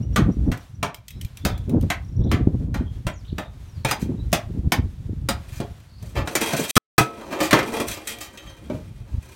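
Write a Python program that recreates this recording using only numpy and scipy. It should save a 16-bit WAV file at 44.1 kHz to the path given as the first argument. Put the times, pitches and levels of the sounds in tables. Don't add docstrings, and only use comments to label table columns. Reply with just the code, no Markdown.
import sys
import numpy as np
from scipy import signal
from scipy.fft import rfft, irfft
from scipy.io import wavfile
from scipy.ndimage import uniform_filter1d

SR = 44100
rng = np.random.default_rng(int(sys.argv[2]) if len(sys.argv) > 2 else 0)


def generate_wav(signal):
    frames = np.transpose(np.atleast_2d(signal))
    scaled = np.clip(frames, -1, 1) * 32767
    pcm = np.round(scaled).astype(np.int16)
    wavfile.write(sys.argv[1], SR, pcm)


N = 412335
BASS_HZ, MIDDLE_HZ, TREBLE_HZ, CUTOFF_HZ = 450, 1580, 9000, 16000


def from_db(db):
    return 10 ** (np.asarray(db) / 20)


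def rms_one(x):
    return x / np.sqrt(np.mean(x ** 2) + 1e-20)


def in_time(points):
    return np.interp(np.arange(N) / SR, *np.transpose(points))


def at_hz(points, hz):
    pitch, value = np.transpose(points)
    return np.interp(np.log(np.maximum(hz, 1)), np.log(pitch), value)


def bump(hz, centre_hz, width_hz):
    return 1 / (1 + (2 * (hz - centre_hz) / width_hz) ** 2)


def drift(rate):
    noise = rng.standard_normal(N // 20 + 4002)
    memory = np.exp(-40 * np.pi * rate / SR)
    slow = signal.lfilter([1], [1, -2 * memory, memory * memory], noise)[4000:]
    return np.interp(np.arange(N) / 20, np.arange(len(slow)), rms_one(slow))


def add(out, s, sound):
    start = int(np.clip(round(s * SR), 0, N))
    out[start:start + len(sound)] += sound[:N - start]


def swells(starts, lengths, levels_db, attack_s, release_s):
    t = np.arange(0, N, 40) / SR
    early = np.maximum(starts[:, None] - t, 0)
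    late = np.maximum(t - (starts + lengths)[:, None], 0)
    gains = from_db(levels_db)[:, None] * np.exp(-early / attack_s - late / release_s)
    return np.interp(np.arange(N) / SR, t, np.linalg.norm(gains, axis=0))


def low_noise(low_hz, high_hz, soften_hz, even_s, lowest_hz=41):
    noise = rng.standard_normal(N)
    for order, edge_hz, kind in (2, [low_hz, high_hz], "band"), (1, soften_hz, "low"), (3, lowest_hz, "high"):
        noise = signal.sosfilt(signal.butter(order, edge_hz, kind, fs=SR, output="sos"), noise)
    return noise / np.sqrt(uniform_filter1d(noise * noise, int(even_s * SR)) + 1e-12)


def wind_and_thumps(attack_s=0.029, release_s=0.027, flutter_speedup=1.11, breeze_flutter_db=-24.5,
                    puff_db=4.0, lump_db=7.5):
    # (start [s], length [s], rumble level [dB], flutter level [dB])
    rumbles = [(0.0, 0.18, -21.5, -42), (0.193, 0.12, -23, -22), (0.414, 0.075, -14.5, -19.5),
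               (0.77, 0.082, -32.5, -58), (1.184, 0.073, -31, -46.5), (1.458, 0.158, -25, -39.5),
               (1.708, 0.14, -22, -22.5), (2.198, 0.032, -17, -28.5), (2.277, 0.27, -24, -21),
               (2.616, 0.038, -18, -31.5), (2.699, .11, -25, -27), (2.87, 0.19, -33.5, -44.5),
               (3.327, 0.013, -25, -40.5), (3.783, 0.11, -32.5, -59), (4.032, 0.09, -31.5, -25.5),
               (4.205, 0.11, -22.5, -36), (4.511, 0.16, -23, -36), (4.798, 0.057, -21.5, -26.5),
               (5.083, 0.27, -30, -42), (5.405, 0.37, -37.5, -53), (6.034, 0.023, -31, -50),
               (6.176, 0.038, -20.5, -38), (7.41, 0.51, -43.5, -51.5), (7.907, 0.026, -35, -49),
               (8.475, 0.029, -36.5, -57), (8.668, 0.14, -39.5, -35.5), (8.882, 0.16, -36, -48),
               (9.146, 0.031, -25.5, -45)]
    # (time [s], rumble level [dB])
    breeze_levels = [(0, -42), (1.05, -48.5), (2.1, -32.5), (3.2, -36), (3.65, -41.5), (5.0, -36.5),
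                     (5.9, -45.5), (6.4, -46), (7.2, -53), (8.2, -49), (9.35, -44.5)]
    start, length, rumble_db, flutter_db = np.transpose(rumbles)
    breeze = from_db(in_time(breeze_levels))
    rumble_gain = swells(start, length, rumble_db, attack_s, release_s)
    flutter_gain = swells(start, length, flutter_db, attack_s / flutter_speedup, release_s / flutter_speedup)
    puffs = rms_one(from_db(puff_db * np.clip(drift(22), -2, 1.2)))
    rumble = puffs * low_noise(low_hz=44.44, high_hz=114.7, soften_hz=300, even_s=0.076)
    lumps = rms_one(from_db(lump_db * np.clip(drift(16), -2, 1.5)))
    flutter = lumps * low_noise(low_hz=116, high_hz=283, soften_hz=490, even_s=0.043)
    return (rumble * np.hypot(rumble_gain, breeze)
            + flutter * np.hypot(flutter_gain, breeze * from_db(breeze_flutter_db)))


def garden(rustle_db=-3.0, rustles_per_s=4):
    # (pitch [Hz], level [dB])
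    tone = [(120, -16), (200, -16), (777, -19.5), (916, -19), (2910, -24.5), (3560, -24), (4950, -28.5),
            (5840, -28.5), (12800, -36), (16000, -39)]
    # (time [s], level [dB])
    levels = [(0, -57.5), (1.1, -59.5), (1.8, -59.5), (2.7, -61), (3.5, -59.5), (5.0, -59.5), (6.0, -55.5),
              (9.3, -56.5)]
    hz = np.arange(N // 2 + 1) * SR / N
    hush = rms_one(irfft(rfft(rng.standard_normal(N)) * from_db(at_hz(tone, hz)), N))
    return hush * from_db(in_time(levels) + rustle_db * drift(rustles_per_s))


def birds(level_db=1.0, flutter_db=4.5, echo_db=-4.0, echo_s=0.33,
          chirp_rise=0.085, chirp_rasp=0.013, whistle_arch=0.02):
    # (start [s], chirps [count], spacing [s], length [s], pitch [Hz], level [dB])
    chirp_runs = [(0.019, 2, 0.11, 0.018, 5750, -53), (.022, 2, .095, 0.02, 2880, -58.5),
                  (0.311, 4, .142, 0.033, 5800, -65.5), (2.044, 6, .039, 0.011, 5720, -59)]
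    # (start [s], length [s], from [Hz], to [Hz], rasp [share of pitch], level [dB])
    whistles = [(1.109, 0.1, 3700, 4030, 0.0089, -60), (1.12, 0.085, 4950, 5260, 0.0074, -66),
                (1.39, 0.21, 3400, 3360, 0.03, -52), (2.198, 0.19, 3600, 3610, .07, -58),
                (2.854, 0.13, 3220, 3260, 0.05, -62), (3.128, 0.088, 7400, 4540, 0.04, -53.5),
                (3.24, 0.1, 3050, 4090, 0.12, -56), (3.43, 0.063, 3550, 3700, .05, -56),
                (3.616, .2, 6830, 3920, .01, -65.5), (3.765, 0.099, 4200, 4030, .04, -61),
                (4.172, 0.079, 3720, 3980, 0.01, -57.5), (5.866, 0.24, 4330, 4680, 0.057, -63)]
    notes = [(s + k * step, length, [hz * (1 - chirp_rise), hz, hz], chirp_rasp, db)
             for s, count, step, length, hz, db in chirp_runs for k in range(count)]
    notes += [(s, length, [first, (first + last) / 2 * (1 + whistle_arch), last], rasp, db)
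              for s, length, first, last, rasp, db in whistles]
    song, wobble = np.zeros(N), drift(300)
    for s, length, pitches, rasp, db in notes:
        progress = np.linspace(0, 1, int(length * SR))
        glide = np.polyval(np.polyfit([0, .5, 1], pitches, 2), progress)
        hz = glide * (1 + rasp * wobble[int(s * SR):][:len(progress)])
        loudness = from_db(db + level_db) * np.sqrt(np.abs(np.sin(np.pi * progress)))
        add(song, s, loudness * np.sin(2 * np.pi * np.cumsum(hz) / SR))
    song *= from_db(flutter_db * drift(70))
    t = np.arange(SR // 2) / SR
    echo = rng.standard_normal(len(t)) * from_db(-60 * t / echo_s)
    return song + from_db(echo_db) * signal.fftconvolve(song, echo / np.linalg.norm(echo))[:N]


def steel_tones(count=1100, crowding=1.5, contrast=1.22):
    # (pitch [Hz], level [dB])
    levels = [(110, 0), (200, 1), (350, -8), (550, -12), (800, -7.5), (1300, -4.5), (2200, -4),
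              (3300, -10.5), (5000, -11.5), (8000, -11.5), (11500, -19), (15500, -19)]
    # (pitch [Hz], width [Hz], boost [dB])
    clusters = [(313, 16, 5.5), (407, 2.6, 2), (385, 2.8, 14), (550, 35, 7), (613, 22, 6.5),
                (698.3, 45, 5.5), (1260, 83, 0), (2406, 39, 7.5), (2574, 52, 2.5), (3220, 110, 5.5),
                (3414, 270, 1), (3800, 680, 3.5), (5349, 145, 1), (5920, 420, 3), (6900, 145, 0.5),
                (8770, 220, 5), (9400, 182, 4.5), (12240, 1100, 6)]
    # (pitch [Hz], time to fade by 60 dB [s])
    ring_times = [(150, 0.2), (700, 0.34), (1600, 0.28), (4000, 0.21), (9000, 0.14), (16000, 0.14)]
    place = (np.arange(count) + rng.random(count)) / count
    hz = 110 + (CUTOFF_HZ - 110) * place ** crowding
    boost_db = sum(db * bump(hz, centre, width) for centre, width, db in clusters)
    strength = from_db(at_hz(levels, hz) + contrast * boost_db) * np.sqrt(np.gradient(hz))
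    strength /= np.linalg.norm(strength[(hz > 900) & (hz < 3500)])
    t = np.arange(SR // 3) / SR
    fade = from_db(-60 * t / at_hz(ring_times, hz)[:, None])
    phase = 2 * np.pi * rng.random((count, 1))
    return hz, strength, np.sin(2 * np.pi * hz[:, None] * t + phase) * fade


def tone_shares(hz):
    return [at_hz(list(zip((BASS_HZ, MIDDLE_HZ, TREBLE_HZ), row)), hz) for row in np.eye(3)]


def contact_spots(strength, count, spread_db=4.0, ripple_db=3.5, neighbours=9):
    direction, spread, groups = rng.standard_normal((count, 3, len(strength))).swapaxes(0, 1)
    ripple = rms_one(uniform_filter1d(groups, neighbours, axis=1))
    return strength * np.sign(direction) * rms_one(from_db(spread_db * spread + ripple_db * ripple))


def blows(hz, strength, tones, level_db=3.5, crack=0.27, treble_crack=1.05, crack_s=0.0042,
          rise_s=0.00069, clank_db=7.5, clank_width=0.26):
    # (time [s], level [dB], extra bass [dB], extra treble [dB],
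    # muffling [dB per s], clank pitch [Hz])
    hits = [(0.16, -20.5, 5.5, -7.5, 36, 1260), (0.5158, -34.5, 12, -4, 45, 1250),
            (0.8279, -23.5, 6.5, -8.5, 28, 1080), (1.4496, -27.5, 11, 2.5, 12, 1300),
            (1.901, -22, 0.5, -8.5, 74, 2190), (2.3143, -21, -6.5, -12.5, 21, 700),
            (2.7425, -31.5, 0, -12, 9, 710), (3.067, -28, 2, -9, 59, 635),
            (3.3817, -29.5, 6, -10.5, 30, 630), (3.8474, -24.5, 5, -5.5, 58, 900),
            (3.91, -22, 3, -2.5, 94, 797), (4.3283, -20, 9, 0.5, 58, 666),
            (4.7196, -16, 0.5, -4.5, 112, 910), (5.287, -23, 5, 0.5, 66, 720),
            (5.601, -36, 18.5, -7, 62, 420), (6.025, -58.5, 23.5, 9.5, 60, 624),
            (6.2732, -26.5, 3, -11, 65, 566), (6.3522, -22, 3, 2.5, 42, 554),
            (6.4102, -43, 21, 10, 65, 1720), (6.5334, -28, 15, -3, 62, 380), (6.589, -44.5, 32, 7, 65, 560),
            (6.694, -44, -5, 11, 63, 3090), (6.765, -13.5, 7.5, -1.5, 140, 1240),
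            (6.981, -12.5, 0.5, -5, 130, 950), (7.407, -31, 16.5, -5.5, 62, 560),
            (7.5084, -17, -13, -10, 65, 590), (7.5286, -10.5, 6.5, -11.5, 55, 390),
            (7.5878, -19.5, 4, -16, 63, 560), (7.6282, -30.5, 9, -11, 72, 450),
            (7.8006, -41.5, 15, 9, 58, 400), (7.882, -39.5, 2, 11.5, 50, 1830),
            (8.072, -36.5, -20, 10, 60, 1810), (8.2104, -48.5, -27, 14, 65, 1870),
            (8.3732, -45, -12, -0.5, 50, 3270), (8.6988, -42, 21.5, -15, 40, 450)]
    times, db, bass_db, treble_db, muffling, clank_hz = np.transpose(hits)[:, :, None]
    out, t = np.zeros(N), np.arange(tones.shape[1]) / SR
    bass, _, treble = tone_shares(hz)
    clank = bump(hz, clank_hz, clank_width * clank_hz)
    colour = from_db(bass_db * bass + treble_db * treble + clank_db * clank)
    mix = contact_spots(strength, count=len(hits)) * colour
    burst = np.exp(-t / crack_s)
    rings = (mix @ tones) * (1 + crack * burst) + ((mix * treble) @ tones) * treble_crack * burst
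    rise = (1 - np.exp(-t / rise_s)) ** 2
    fade = from_db(db + level_db - muffling * t)
    for s, ring in zip(times[:, 0], rings * rise * fade):
        add(out, s, ring)
    return out


def wind_slaps(level_db=-5.0):
    # (time [s], level [dB], pitch [Hz])
    swirls = [(0.371, -10.5, 154), (1.253, -14, 69.5), (1.748, -6, 310), (2.22, -9, 91), (2.474, 2, 176),
              (3.07, -9, 80), (3.33, -13.5, 164), (4.029, -8.5, 172), (4.675, -6.5, 91), (5.096, -15, 190),
              (5.133, -13, 157)]
    out, t = np.zeros(N), np.arange(-SR // 50, SR // 50) / SR
    for s, db, hz in swirls:
        phase = 2 * np.pi * hz * t
        add(out, s + t[0], -from_db(db + level_db) * phase * np.exp((1 - phase ** 2) / 2))
    return out


def spoon_ticks(hz, strength, tones, level_db=2.0, lowest_hz=2000, crack_s=0.0038, tail_db=-11, ping_db=6.5):
    # (time [s], level [dB])
    touches = [(0.575, -43.5), (0.9449, -34), (1.082, -34), (1.106, -38.5), (1.2125, -33), (1.2482, -38.5),
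               (1.372, -36), (1.5783, -42), (1.695, -39), (1.811, -41), (1.826, -46), (4.319, -39.5),
               (5.802, -55), (8.186, -37)]
    out, t = np.zeros(N), np.arange(tones.shape[1]) / SR
    ping = from_db(ping_db * bump(hz, centre_hz=14000, width_hz=3200))
    high = strength * ping / (1 + (lowest_hz / hz) ** 6)
    fade = np.exp(-t / crack_s) + from_db(tail_db)
    rings = contact_spots(high / np.linalg.norm(high), count=len(touches)) @ tones
    for (s, db), ring in zip(touches, rings):
        add(out, s, ring * fade * from_db(db + level_db))
    return out


def struck(hits, tones, spread_db=1.5):
    out, t = np.zeros(N), np.arange(SR // 2) / SR
    hz, tone_db, ring_s = np.transpose(tones)[:, :, None]
    octave = np.log2(hz) - np.log2(hz).mean()
    direction = (-1) ** np.arange(len(tones))[:, None]
    rings = direction * np.sin(2 * np.pi * hz * t) * from_db(tone_db - 60 * t / ring_s)
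    for s, db, brightness in hits:
        gains = from_db(db + brightness * octave + spread_db * rng.standard_normal(hz.shape))
        add(out, s, np.sum(gains * rings, axis=0))
    return out


def bowl_knocks():
    # (time [s], level [dB], brightness [dB per octave])
    knocks = [(1.452, -41, -11.5), (3.85, -32.5, -7.5), (6.765, -13.5, .5), (6.981, -14.5, -1),
              (7.007, -21.5, -4), (7.529, -25, 4)]
    # (pitch [Hz], level [dB], time to fade by 60 dB [s])
    bowl_tones = [(130.3, -1, 0.13), (314, -5, 0.17), (439.6, -4.5, 0.32), (1060, -0.5, 0.059),
                  (1257, 3, .13), (1296, -4.5, 0.39), (1682, -18.5, 0.22)]
    return struck(knocks, bowl_tones)


def stick_pressure(attack_s=0.0087, release_s=0.0084,
                   graze_start_s=7.51, graze_db=-39, graze_fade_db_per_s=12.5, graze_bass_db=10.5):
    # (start [s], length [s], level [dB], extra bass [dB], extra treble [dB])
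    strokes = [(3.877, 0.018, -24, -5, -7), (4.002, 0.022, -46.5, -7, 8.5),
               (5.436, 0.068, -55.5, 13.5, -1.5), (5.488, 0.089, -45.5, -7, 6),
               (6.058, 0.073, -61.5, 10.5, 14.5), (6.151, .055, -29, 13, -9.5),
               (6.264, 0.12, -46.5, 22, 11), (6.406, .13, -23.5, 8, 2.5), (6.567, 0.071, -24.5, 1, 6),
               (6.695, 0.06, -22, 0, 16), (6.963, 0.038, -26.5, 4.5, 10), (7.046, 0.29, -40.5, 17, -5.5),
               (7.319, 0.13, -31, 13, -6.5), (7.417, 0.039, -23.5, -6, 4.5), (7.54, .04, -22, -13, -7),
               (7.664, 0.15, -33.5, 16.5, -0.5), (7.874, .055, -31.5, -3, 10),
               (8.08, 0.031, -33.5, 7.5, 12), (8.114, .04, -54, 20.5, -7), (8.218, .025, -35.5, 2, 11.5),
               (8.467, .03, -42.5, -6, -3), (8.69, .06, -49, 17.5, -2), (8.998, .15, -59, 14.5, -10),
               (9.22, .12, -52, 9, 5)]
    start, length, db, bass_db, treble_db = np.transpose(strokes)
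    since = np.arange(N) / SR - graze_start_s
    graze = (since > 0) * from_db(graze_db - graze_fade_db_per_s * np.abs(since))
    return [np.hypot(swells(start, length, db + extra_db, attack_s, release_s), graze * from_db(lift_db))
            for extra_db, lift_db in ((bass_db, graze_bass_db), (0, 0), (treble_db, 0))]


def stick_drag(hz, strength, tones, level_db=-32.0, slips_per_s=1100, spread_db=5.0, catches_per_s=25,
               catch_db=20, judder_db=4.0, judders_per_s=70, wanders_per_s=5, boom_db=5, lowest_hz=230):
    sizes = from_db(spread_db * np.minimum(rng.exponential(1, N), 4)) * rng.choice([-1, 1], N)
    chance = rng.random(N) * SR
    catches = (chance < catches_per_s) * from_db(catch_db) * np.sign(sizes)
    slips = (chance < slips_per_s) * sizes
    taps = rms_one((slips + catches) * from_db(judder_db * drift(judders_per_s)))
    boom = from_db(boom_db * bump(hz, centre_hz=400, width_hz=200))
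    spots = contact_spots(strength * boom / (1 + (lowest_hz / hz) ** 6), count=3)
    touched = np.argmax([drift(wanders_per_s) + rng.standard_normal(N) / 2 for _ in spots], axis=0)
    out = np.zeros(N)
    for share, pressure in zip(tone_shares(hz), stick_pressure()):
        force = taps * pressure * from_db(level_db)
        for k, spot in enumerate(spots):
            out += signal.oaconvolve(force * (touched == k), (spot * share) @ tones)[:N]
    return out


def spoon_clinks():
    # (time [s], level [dB], brightness [dB per octave])
    clinks = [(6.696, -34.5, 4.5), (7.88, -55, 0), (8.075, -42, -3), (8.212, -48, -4), (8.375, -46, 3),
              (8.473, -47.5, 2.5)]
    # (pitch [Hz], level [dB], time to fade by 60 dB [s])
    spoon_tones = [(1910, -2.5, 0.56), (3110, -0.5, 0.45), (3220, 4.5, .25), (3810, -4.5, 0.43),
                   (6330, -4.5, .22), (7667, -14.5, 0.14)]
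    return struck(clinks, spoon_tones)


def scene():
    steel = steel_tones()
    sink = blows(*steel) + stick_drag(*steel) + spoon_ticks(*steel) + bowl_knocks() + spoon_clinks()
    return (sink + wind_and_thumps() + wind_slaps() + birds() + garden())[None]


def record(dry):
    # (start [s], end [s])
    gaps = [(6.710, 6.755), (6.779, 6.980)]
    t = np.arange(N) / SR
    sound_on = 1.0 - sum((t > start) & (t < end) for start, end in gaps)
    broken = dry * np.maximum(uniform_filter1d(sound_on, 40), from_db(-70))
    flattened = broken / (1 + broken ** 4) ** (1 / 4)
    return signal.sosfilt(signal.ellip(10, .1, 80, CUTOFF_HZ, fs=SR, output="sos"), flattened)


dry = scene()
out = record(dry)
generate_wav(out)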